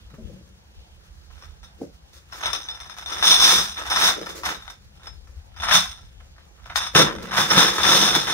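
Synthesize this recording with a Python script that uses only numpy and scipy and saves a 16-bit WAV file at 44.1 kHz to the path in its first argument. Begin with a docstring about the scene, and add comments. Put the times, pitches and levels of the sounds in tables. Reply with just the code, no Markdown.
"""Empty drink cans clink and clack in plastic sacks, dragged, lifted and dropped into a steel barrow.
The cans knock together by the hundred: stiff ends give the clink, thin walls the clack. Creases in the
sack film crackle, the tray booms under the load, and feet and sacks land with soft thuds.
A quiet yard adds a few dull echoes; far traffic and a light wind lie underneath."""
import sys
import numpy as np
from scipy import signal
from scipy.io import wavfile

SR = 44100
rng = np.random.default_rng(int(sys.argv[2]) if len(sys.argv) > 2 else 0)


def to_wav(sig):
    """Store sig (one row per channel, or 1-D mono) as 16-bit WAV at the path in sys.argv[1].

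    Samples outside -1..1 are clipped; the rate is SR.
    """
    pcm = np.clip(np.atleast_2d(sig), -1, 1) * 32767
    pcm = np.round(pcm).astype(np.int16)
    wavfile.write(sys.argv[1], SR, pcm.T)  # frames by channels


N = 367353

# each tug, heave or drop stirs the load: (start [s], rise [s], hold [s], fall [s], then the top level of
# can ends [dB], can walls [dB], sack film at 7-8 kHz [dB], tray boom [dB], load bumps [dB])
HEAVE_CUES = [(0, 0.28, 0.011, 0.25, -72, -71, -70, -42.5, -47),
              (1.186, .21, 0.033, 0.21, -56.5, -55, -67, -68, -62.5),
              (1.549, 0.1, .01, 0.086, -57, -56.5, -79, -72, -70),
              (1.783, 0.036, 0.0085, 0.063, -70, -69, -61, -40, -36),
              (2.119, 0.014, 0.024, 0.099, -53, -79, -60, -73, -62),
              (2.271, 0.091, 0.049, 0.093, -44, -42, -51.5, -67, -52),
              (2.385, 0.044, 0.045, 0.14, -30.5, -31.5, -61, -51, -49.5),
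              (2.48, 0.06, .01, 0.15, -28.5, -51, -56, -62, -45.5),
              (2.55, 0.045, 0.41, 0.13, -48.5, -49.5, -71, -72, -64),
              (2.93, 0.045, .01, 0.24, -44, -41.5, -56, -71, -58),
              (2.977, .13, 0.12, 0.28, -35.5, -32.5, -53.5, -53, -45.5),
              (3.185, 0.065, 0.08, 0.17, -14.5, -25, -41, -42, -39.5),
              (3.334, 0.095, 0.1, 0.18, -14, -22.5, -31.5, -36, -35.5),
              (3.525, 0.04, 0.026, 0.11, -19.5, -28.5, -35.5, -41, -43),
              (3.728, 0.0527, .05, .1, -38, -36.5, -55.5, -57, -47),
              (3.832, 0.033, 0.023, 0.074, -33, -35.5, -48, -58, -55),
              (3.891, 0.0089, 0.059, 0.14, -24, -27, -47, -48, -41.5),
              (3.93, 0.069, .1, 0.073, -22, -24.5, -34.5, -41.5, -37.5),
              (4.118, .06, 0.044, 0.088, -36.5, -39.5, -57, -46, -34),
              (4.218, .04, 0.067, 0.054, -44, -42.5, -51, -56, -44.5),
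              (4.333, 0.021, 0.035, 0.12, -65.5, -61, -48, -67, -41),
              (4.415, 0.033, 0.063, 0.092, -29.5, -28.5, -43, -45.5, -39),
              (4.56, 0.049, 0.075, .05, -53, -55, -64, -70, -70),
              (4.683, 0.0151, 0.0083, 0.06, -49, -47, -56, -64, -59),
              (4.892, 0.17, 0.012, 0.054, -49.5, -47.5, -63, -68, -58),
              (5.55, 0.067, 0.09, 0.13, -29, -25.5, -61.5, -50.5, -53),
              (5.683, .06, 0.0093, 0.08, -9.5, -14, -29.5, -30, -43.5),
              (5.728, .05, 0.014, 0.11, -29, -26.5, -37, -50.5, -57),
              (5.797, 0.053, .03, 0.22, -40.5, -47, -66, -69, -79),
              (6.548, 0.13, .03, 0.087, -54, -43, -68, -54, -61),
              (6.747, 0.023, 0.008, 0.03, -28, -35, -34, -54, -52),
              (6.762, 0.044, 0.063, 0.046, -31, -33, -58, -54, -55),
              (6.936, 0.0188, 0.061, 0.061, -19.5, -18, -32.5, -20, -17),
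              (7.005, 0.028, 0.031, 0.21, -35.5, -30.5, -53, -36, -30),
              (7.1, .05, 0.16, 0.14, -55, -45, -64, -39, -41),
              (7.21, 0.018, 0.019, 0.052, -55.5, -51.5, -51, -50, -46),
              (7.295, 0.083, 0.028, 0.17, -19, -18, -36, -29.5, -33.5),
              (7.452, .06, 0.0065, 0.24, -18.5, -17.5, -35, -25.5, -26.5),
              (7.52, 0.04, 0.047, 0.3, -16, -18, -34.5, -33, -26.5),
              (7.713, 0.053, 0.098, 0.18, -23.5, -29, -41.5, -38, -38.5),
              (7.808, 0.089, 0.06, 0.54, -13, -21.5, -33.5, -28, -27),
              (8.103, 0.048, 0.013, 0.063, -19.5, -23.5, -41, -40, -28.5),
              (8.233, 0.051, .05, .1, -23, -26.5, -53, -44, -40)]
# the floor between heaves: (ends [dB], walls [dB], film [dB], boom [dB], bumps [dB])
RESTING_DB = [-67, -71.5, -72.5, -64, -67.5]
# jolts that knock several cans at once: (time [s], level [dB], walls over ends [dB], left over right [dB],
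# t60 of the run [s], pitch of the one can that rings clear [Hz], its level [dB])
JOLT_CUES = [(0.102, -44, 16, -5, 0.17, 3980, -59), (0.14, -46, 19, .5, .18, 4140, -68),
             (1.303, -46, 22, 1.5, 0.1, 3600, -65), (1.424, -23, 7.5, 5.5, 0.15, 5500, -47),
             (1.631, -17, -6.5, 3, 0.13, 5930, -75), (2.14, -55, 5, -3, .07, 5900, -66),
             (2.324, -13, 1.5, 5, 0.2, 5350, -37), (2.408, -28, 13, -1, 0.41, 6300, -40),
             (2.436, -8.5, -2, -4, 0.14, 3720, -29), (2.458, 0, -8, 3.5, 0.35, 3550, -16.5),
             (2.532, 6.5, -2.5, 6.5, 0.13, 5740, -35), (2.64, -27, 1, -7, .05, 6060, -38.5),
             (2.687, -10.5, -2.5, -4, 0.086, 3594, -24.5), (2.703, -10.5, -4, 4, 0.1, 5190, -34),
             (2.802, -11, -7.5, 11.5, 0.11, 5620, -47.5), (2.897, -16.5, -1.5, 14.5, 0.35, 5210, -48),
             (2.985, -10, 5.5, 11, 0.025, 3470, -45), (3.06, -9, 2, 6, .28, 3590, -28),
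             (3.12, -4.5, -3, 4, 0.25, 5890, -35), (3.226, 1, 4, -1, 0.3, 3600, -15),
             (3.77, -24, 10, 1, 0.48, 3610, -27), (3.902, 9, -19, 4.5, 0.42, 3600, -29),
             (3.961, 1.5, 0.5, 3, .17, 5190, -21.5), (4.214, -21, 10.5, 1, 0.079, 5100, -39),
             (4.261, -18.5, 8.5, 5, 0.35, 5120, -35), (4.292, -14, 1, -2, .34, 3600, -50),
             (4.434, -15.5, 17.5, 4, 0.092, 5200, -38), (4.453, -5.5, 7, -1, 0.25, 3700, -34),
             (4.489, -6.5, 10, 2, 0.13, 6360, -38), (4.546, -20, -5, 9, 0.066, 3820, -38),
             (4.623, -28.5, 14, 4, .05, 3620, -39), (4.679, -14, 6, 3, 0.056, 3660, -37),
             (4.699, -24.5, 5, -5, 0.089, 5480, -45), (5.032, -42, 13, -4, .18, 3700, -49),
             (5.07, -14.5, 4.5, 6.5, .04, 5190, -35), (5.272, -40, 13.5, 3, 0.087, 5200, -63),
             (5.542, -37, 9, 4, .1, 3680, -60.5), (5.562, -37, 6, 28, 0.41, 5030, -59),
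             (5.6, -20, 8, 3, .1, 3520, -30), (5.633, -14.5, 18, 5, 0.26, 3720, -40),
             (5.686, -0.5, 4.5, 7, 0.36, 3660, -29), (5.711, 4, 5, 11, 0.32, 3510, -23),
             (6.201, -36.5, 12.5, 0, .073, 6040, -69.5), (6.363, -43.5, 17, 5.5, 0.16, 4770, -70),
             (6.382, -39, 14.5, 4.5, 0.2, 4010, -62), (6.624, -41, 12.5, 2, .13, 5920, -70.5),
             (6.658, -31.5, 20, 2, 0.075, 5380, -59), (6.7, -22.5, 14.5, 1, 0.2, 3670, -42),
             (6.758, 12, -.6, 3, 0.11, 3550, -47), (6.866, -14, -5, 12, 0.14, 3660, -50),
             (6.951, 6.5, 8.5, 0.5, 0.27, 3620, -17), (7.224, -30, 14, 5, .084, 3980, -46),
             (7.31, -17, 15, 3, 0.25, 3900, -41), (7.328, -19, 18, 1, 0.2, 3470, -42),
             (7.366, -14, 7, 15, 0.11, 3530, -33), (7.503, -16, 5, -8, .12, 5500, -16),
             (7.575, -10, 12, 8, 0.17, 3840, -19), (7.782, -10, 9.5, -1.5, 0.51, 3700, -33),
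             (7.833, 8.5, -4, 13, 0.48, 3520, -43), (8.012, -3.5, 8, -5, 0.28, 3380, -25),
             (8.151, 12.5, -6.5, 3, .068, 3440, -16), (8.27, 0, 1.5, 0, 0.52, 3550, -27)]
# feet and sacks landing on ground and tray: (time [s], level [dB], pitch [Hz], t60 [s])
THUD_CUES = [(0.135, -26, 155, 0.069), (0.182, -33, 223, 0.35), (1.814, -14, 271, 0.061),
             (5.72, -25, 176, 0.13), (6.952, -8, 164.6, 0.11), (6.986, -32, 156, 0.084),
             (7.571, -3, 173, 0.11), (8.155, -19, 157, 0.2)]
# modes of can ends, can walls, steel tray and padded load:
# (pitch [Hz], share of power [dB], t60 [s], detune between bodies [share of pitch])
END_MODES = [(3557, -5, .11, .022), (3720, -4.5, 0.064, .045), (4020, -11, 0.019, 0.058),
             (5203, -5.5, 0.067, 0.025), (5638, -5.5, 0.025, 0.05), (6160, -7.5, 0.058, .03),
             (8490, -8.5, 0.095, 0.024), (9030, -7, 0.05, 0.022), (10360, -19, 0.028, 0.024),
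             (10940, -31, 0.025, 0.021), (12600, -31, .02, .012), (12300, -26, .02, .015),
             (14800, -29.5, 0.018, .02), (15600, -31.5, .02, .01)]
WALL_MODES = [(760, -6, .025, .14), (1000, -4, .025, .12), (1280, 0, .028, .1), (1600, -1, .022, .1),
              (1950, -4, .018, .1), (2400, -8, .014, .1), (2900, -10, .014, .08)]
TRAY_MODES = [(125, 0, 0.21, 0.061), (167.2, 8.5, 0.12, 0.22), (217.6, -1.5, 0.73, 0.12)]
LOAD_MODES = [(300, -4, .035, .15), (390, -2, .035, .12), (470, 0, .035, .1), (560, -2, .03, .1)]
# can tone, mostly dips where cans radiate little: (centre [Hz], width [Hz], gain [dB])
CAN_EQ = [(4360, 1500, 1), (7720, 1500, -13), (9500, 690, -16), (12900, 250, -17.5)]
# tone of sack film, far traffic and wind: (frequency [Hz], relative density [dB])
FILM_SPECTRUM = [(500, -25.5), (1200, 0), (3000, -9.5), (7400, -2.5), (11000, -15), (16000, -14.5)]
TRAFFIC_SPECTRUM = [(76, -35), (130, -2.5), (285, -29), (363, -16), (410, -25.5), (532, -21), (589, -28),
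                    (812, -10.5), (935, -24.5), (1460, -18.5), (2090, -25.5), (2610, -17), (7440, -29.5),
                    (16000, -47.5)]
WIND_SPECTRUM = [(12, -41), (20, -14), (65, 13), (76, -9.5), (92, -6), (118, -21.5), (200, -49), (260, -39),
                 (440, -120)]
# how much later the load reaches the right side: (time [s], lag [samples])
RIGHT_LAG = [(0, 4.5), (2, 6.2), (4.5, 6), (5.7, 4.1), (7, 4.1), (8.33, 3.3)]
# slaps off ground, fence and walls: (delay [s], level [dB])
YARD_ECHOES = [(.004, -21.5), (.011, -12.5), (.019, -13.5), (.033, -12), (.052, -16.5), (.081, -21.5)]
# the wind's swells: (time [s], level [dB], left over right [dB])
WIND_GUSTS = [(0, -44.5, -6), (.25, -47, 8), (.4, -54, 7), (.6, -46, -1), (1.3, -50, -7), (2.0, -54, 1),
              (2.5, -48, 8), (2.75, -53.5, -1), (3.4, -47.5, 0), (3.8, -48, 1), (4.8, -51.5, -2),
              (5.4, -44.5, 14.5), (5.75, -42.5, 1), (5.94, -48.5, 7.5), (6.04, -42, 1), (6.5, -52.5, -2.5),
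              (7.1, -40.5, 4), (7.4, -54, -7), (7.66, -47, 4), (8.33, -51, 1.5)]
# stereo image of the background: (frequency [Hz], left-right likeness [-1 to 1])
BED_LIKENESS = [(25, -0.76), (60, 1), (130, 0.67), (300, -1.9), (650, -0.22), (1400, -0.4), (3000, -0.84),
                (7000, -0.89)]


def cans(ends_db, walls_db, still_db=-65):
    """The harder the shake, the more cans touch; the same contacts sound ends and walls."""
    contacts_per_s = np.clip(1300 * amp(.6 * (ends_db + 20) + 3 * drift(14)), 160, 9000)
    at, sizes = contacts(contacts_per_s, uneven_db=-2)
    clatter = 0
    for level_db, modes, on_walls in [(ends_db, END_MODES, False), (walls_db, WALL_MODES, True)]:
        jolt_at, jolt_sizes, jolt_pan_db = jolts(on_walls)
        moving = level_db > still_db
        surge = (moving * amp(level_db + 2 * drift(4.1)))[at]
        clatter += ringing_bodies(np.append(at, jolt_at), np.append(sizes * surge, jolt_sizes),
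                                  np.append(0 * at, jolt_pan_db), modes, width=.28, flicker_db=2.5, count=11)
    for hz, width_hz, gain_db in CAN_EQ:
        clatter = bell_eq(clatter, hz, width_hz, gain_db)
    return butterworth(clatter, "high", 749)   # small bodies push no bass


def jolts(on_walls, count=14, mean_gap_s=.0037):
    """Each jolt is one sharp contact and a fading run that follows within milliseconds."""
    time_s, first_db, walls_db, pan_db, t60 = np.transpose(JOLT_CUES)[:5]
    late_s = np.cumsum(rng.exponential(mean_gap_s, (len(time_s), count)), axis=1)
    late_s -= late_s[:, :1]
    fade_db = 60 * late_s / np.maximum(t60, .02)[:, None]
    level_db = (first_db + on_walls * walls_db)[:, None] - 7 - fade_db + rng.normal(0, .51, late_s.shape)
    at = np.minimum(((time_s[:, None] + late_s) * SR).astype(int), N - 1)
    return at.ravel(), amp(level_db).ravel(), np.repeat(pan_db, count)


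def pings(t60=.13):
    """In each jolt one loose can is free to ring at its own pitch, a close pair of modes."""
    out, lag = np.zeros((2, N)), automation(RIGHT_LAG)[0]
    for time_s, _, _, pan_db, _, hz, level_db in JOLT_CUES:
        start = round(time_s * SR)
        t = np.arange(min(SR // 4, N - start)) / SR
        for side in range(2):
            phase = 2 * np.pi * hz * np.maximum(t - side * lag[start] / SR, 0)
            pair = np.sin(phase) + .4 * np.sin(1.02 * phase)
            out[side, start:start + len(t)] += amp(level_db - 60 * t / t60 + pan_db * (.5 - side)) * pair
    return out


def heaves(swing_db=25):
    """Envelopes of the five layers in dB: each heave rises by the swing, holds and falls; powers add."""
    t = np.arange(0, N + 64, 64) / SR
    power = amp(RESTING_DB)[:, None] ** 2
    for start, rise, hold, fall, *top_db in HEAVE_CUES:
        rise, fall = max(rise, .01), max(fall, .01)
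        attack, release = (t - start) / rise - 1, (start + rise + hold - t) / fall
        shape_db = swing_db * np.minimum(0, np.minimum(attack, release))
        power = power + amp(np.array(top_db)[:, None] + shape_db) ** 2
    return np.array([np.interp(np.arange(N) / SR, t, 10 * np.log10(layer)) for layer in power])


def stick_slip(dip_db=3.5, hold_s=.032, release_s=.021):
    """The heap sticks just before a jolt and lets go at once: a dip, then a kick, in dB."""
    margin = SR // 8
    t, ride_db = np.arange(-SR // 8, margin) / SR, np.zeros(N + SR // 4)
    shape_db = dip_db * np.where(t < 0, -np.exp(t / hold_s), .5 * np.exp(-t / release_s))
    for time_s, *_ in JOLT_CUES:
        start = round(time_s * SR)
        ride_db[start:start + len(t)] += shape_db[:len(ride_db) - start]
    return ride_db[margin:margin + N]


def sack_film(level_db, snaps_per_s=6000):
    """Creases snap by the thousand, in clumps; the cans under the film lend it part of their colour."""
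    snaps = [stereo_clicks(*contacts(np.full(N, snaps_per_s), uneven_db=-1), 0, scatter=4.2, width=.52)
             for _ in range(2)]
    crackle = colour(snaps, FILM_SPECTRUM)
    crackle /= butterworth(crackle, "band", [6900, 7900]).std()
    for hz, width_hz, gain_db in CAN_EQ:
        crackle = bell_eq(crackle, hz, width_hz, .5 * gain_db)
    return amp(level_db + 1.78 * drift(25)) * crackle


def bumps(level_db, modes, width, bumps_per_s=500):
    """Soft, padded contacts of the load on the tray and the ground."""
    at, sizes = contacts(np.full(N, bumps_per_s), uneven_db=2)
    rings = ringing_bodies(at, sizes * amp(level_db[at]), 0 * at, modes, width, flicker_db=0, count=3)
    return butterworth(rings, "band", [.96 * modes[0][0], 1.06 * modes[-1][0]], order=2)


def thuds(attack_s=.0028):
    """Padded blows of feet and sacks: a main pitch and two overtones that die sooner."""
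    out = np.zeros((2, N))
    for time_s, level_db, hz, t60 in THUD_CUES:
        start = round(time_s * SR)
        t = np.arange(min(SR // 2, N - start)) / SR
        for ratio, partial_db in [(1, -4.5), (1.7, -10), (2.8, -9)]:
            envelope = amp(level_db + partial_db - 60 * ratio * t / t60) * (1 - np.exp(-t / attack_s))
            out[:, start:start + len(t)] += envelope * np.sin(2 * np.pi * hz * ratio * t)
    return out


def yard_echoes(direct):
    """The direct sound plus dull slaps off ground, fence and walls, each later on one side."""
    dull = butterworth(direct, "band", [350, 7000], order=1)
    out = direct.copy()
    for k, (delay_s, level_db) in enumerate(YARD_ECHOES):
        for side in range(2):
            lag = round(delay_s * SR * (1 + .13 * side * (-1) ** k))
            out[side, lag:] += amp(level_db) * dull[(side + k) % 2, :N - lag]
    return out


def far_traffic(level_db=-57):
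    """A distant hum: noise whose bands waver separately."""
    noise = rng.standard_normal((2, 2, N))
    return amp(level_db) * colour(noise, TRAFFIC_SPECTRUM, BED_LIKENESS, waver_db=-2.5)


def wind(flicker_db=2.5, sway_db=4.5):
    """A low rumble that swells with the gusts, flickers and sways from side to side."""
    gust_db, pan_db = automation(WIND_GUSTS)
    gust_db += flicker_db * drift(8.1)
    pan_db += sway_db * drift(3)
    rumble = colour(rng.standard_normal((2, 2, N)), WIND_SPECTRUM, BED_LIKENESS, waver_db=1.5)
    return amp(gust_db + pan_db * [[.5], [-.5]]) * rumble


def contacts(per_s, uneven_db):
    """Random contacts: sample positions, and sizes that give the stream unit power."""
    at = np.flatnonzero(rng.random(N) < per_s / SR)
    sizes = amp(uneven_db * np.minimum(rng.exponential(1, N), 3.5))[at]
    return at, sizes / np.sqrt(np.mean(sizes ** 2)) * np.sqrt(SR / per_s[at])


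def stereo_clicks(at, sizes, pan_db, scatter, width, bend=0):
    """The right side lags; bodies radiate unevenly, so a share of each side's power (width) is its own."""
    lag = np.round(automation(RIGHT_LAG)[0][at] + bend + scatter * rng.standard_normal(N)[at]).astype(int)
    *own, shared = rng.standard_normal((3, N))[:, at]
    clicks = np.zeros((2, N))
    for side, arrival in enumerate([at, np.clip(at + lag, 0, N - 1)]):
        strength = np.sqrt(1 - width) * np.sign(shared) + np.sqrt(width) * own[side]
        np.add.at(clicks[side], arrival, sizes * strength * amp(pan_db * (.5 - side)))
    return clicks


def ringing_bodies(at, sizes, pan_db, modes, width, flicker_db, count):
    """Contacts are dealt to several bodies, each with the same modes a little out of tune."""
    total_gain = np.sqrt(np.sum(amp(np.array(modes)[:, 1]) ** 2))
    bend = 1.8 * (modes[0][0] < 3000)   # extra lag [samples]: long waves bend round the microphone body
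    struck, out = rng.integers(0, count, N)[at], np.zeros((2, N))
    for body in range(count):
        hits = struck == body
        clicks = stereo_clicks(at[hits], sizes[hits], pan_db[hits], scatter=1.2, width=width, bend=bend)
        for hz, share_db, t60, detune in modes:
            place = rng.permutation(count)[body] + rng.random()   # anywhere across the detune range
            body_hz = hz * (1 + detune * (2 * place / count - 1))
            flicker = np.repeat(amp(flicker_db * rng.standard_normal(N // 64 + 1)), 64)[:N]
            out += amp(share_db) / total_gain * resonator(clicks * flicker, body_hz, t60)
    return out


def resonator(clicks, hz, t60):
    """One mode, its gain scaled so that a long ring carries no more energy than a short one."""
    r, w = amp(-60 / (t60 * SR)), 2 * np.pi * hz / SR
    gain = np.sin(w) * np.sqrt(2 - 2 * r * r)
    return signal.lfilter([0, gain], [1, -2 * r * np.cos(w), r * r], clicks + 1e-18)


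def colour(pairs, spectrum, likeness=None, waver_db=0):
    """Half-octave EQ at unit RMS; two pairs feed the bands in turn, as mid and side if given a likeness."""
    out, edges = 0, 20 * 2 ** np.arange(0, 10, .5)
    for k, (low, high) in enumerate(zip(edges, np.append(edges[1:], 19000))):
        hz = np.sqrt(low * high)
        if not spectrum[0][0] / 1.2 < hz < spectrum[-1][0] * 1.2:
            continue
        band = butterworth(pairs[k % 2], "band", [low, high], order=2)
        if likeness:
            alike = np.clip(at_hz(likeness, hz), -1, 1)
            mid, side = np.sqrt(1 + alike) * band[0], np.sqrt(1 - alike) * band[1]
            band = (mid + side * [[1], [-1]]) * amp(waver_db * drift(6.2))
        out += amp(at_hz(spectrum, hz)) * band
    return out / np.sqrt(np.mean(out ** 2))


def butterworth(x, kind, hz, order=4):
    """High-, low- or band-pass."""
    return signal.sosfilt(signal.butter(order, hz, kind, fs=SR, output="sos"), x)


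def bell_eq(x, hz, width_hz, gain_db):
    """A bell-shaped dip or lift."""
    a, half = amp(gain_db / 2), np.pi * width_hz / SR
    centre = -2 * np.cos(2 * np.pi * hz / SR)
    return signal.lfilter([1 + half * a, centre, 1 - half * a], [1 + half / a, centre, 1 - half / a], x)


def drift(rate_hz):
    """Smooth random modulation with unit spread, drawn every 40 samples."""
    r = np.exp(-2 * np.pi * rate_hz * 40 / SR)
    slow = signal.lfilter([1], [1, -2 * r, r * r], rng.standard_normal(N // 40 + 2002))[2000:]
    return np.interp(np.arange(N) / 40, np.arange(len(slow)), slow / slow.std())


def automation(rows):
    """Timed breakpoints as curves, one value per sample."""
    time_s, *columns = np.transpose(rows)
    return [np.interp(np.arange(N) / SR, time_s, column) for column in columns]


def at_hz(points, hz):
    """Read a curve on a log-frequency axis."""
    point_hz, values = np.transpose(points)
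    return np.interp(np.log(hz), np.log(point_hz), values)


def amp(db):
    """Gain of a dB value."""
    return 10 ** (np.asarray(db) / 20)


def scene():
    """Sacks of cans in the yard, over a bed of traffic and wind."""
    ends_db, walls_db, film_db, boom_db, bump_db = heaves() + stick_slip()
    sacks = cans(ends_db, walls_db) + pings() + sack_film(film_db)
    tray_boom = bumps(boom_db, TRAY_MODES, width=.08)
    load_bumps = bumps(bump_db, LOAD_MODES, width=.44)
    return yard_echoes(sacks + tray_boom + load_bumps + thuds()) + far_traffic() + wind()


def record(dry, ceiling=1.3, cutoff_hz=15700):
    """Soft saturation rounds the peaks; a steep low-pass trims the top."""
    rounded = ceiling * np.tanh(dry / ceiling)
    return signal.sosfilt(signal.ellip(10, .5, 70, cutoff_hz, fs=SR, output="sos"), rounded)


dry = scene()
out = record(dry)
to_wav(out)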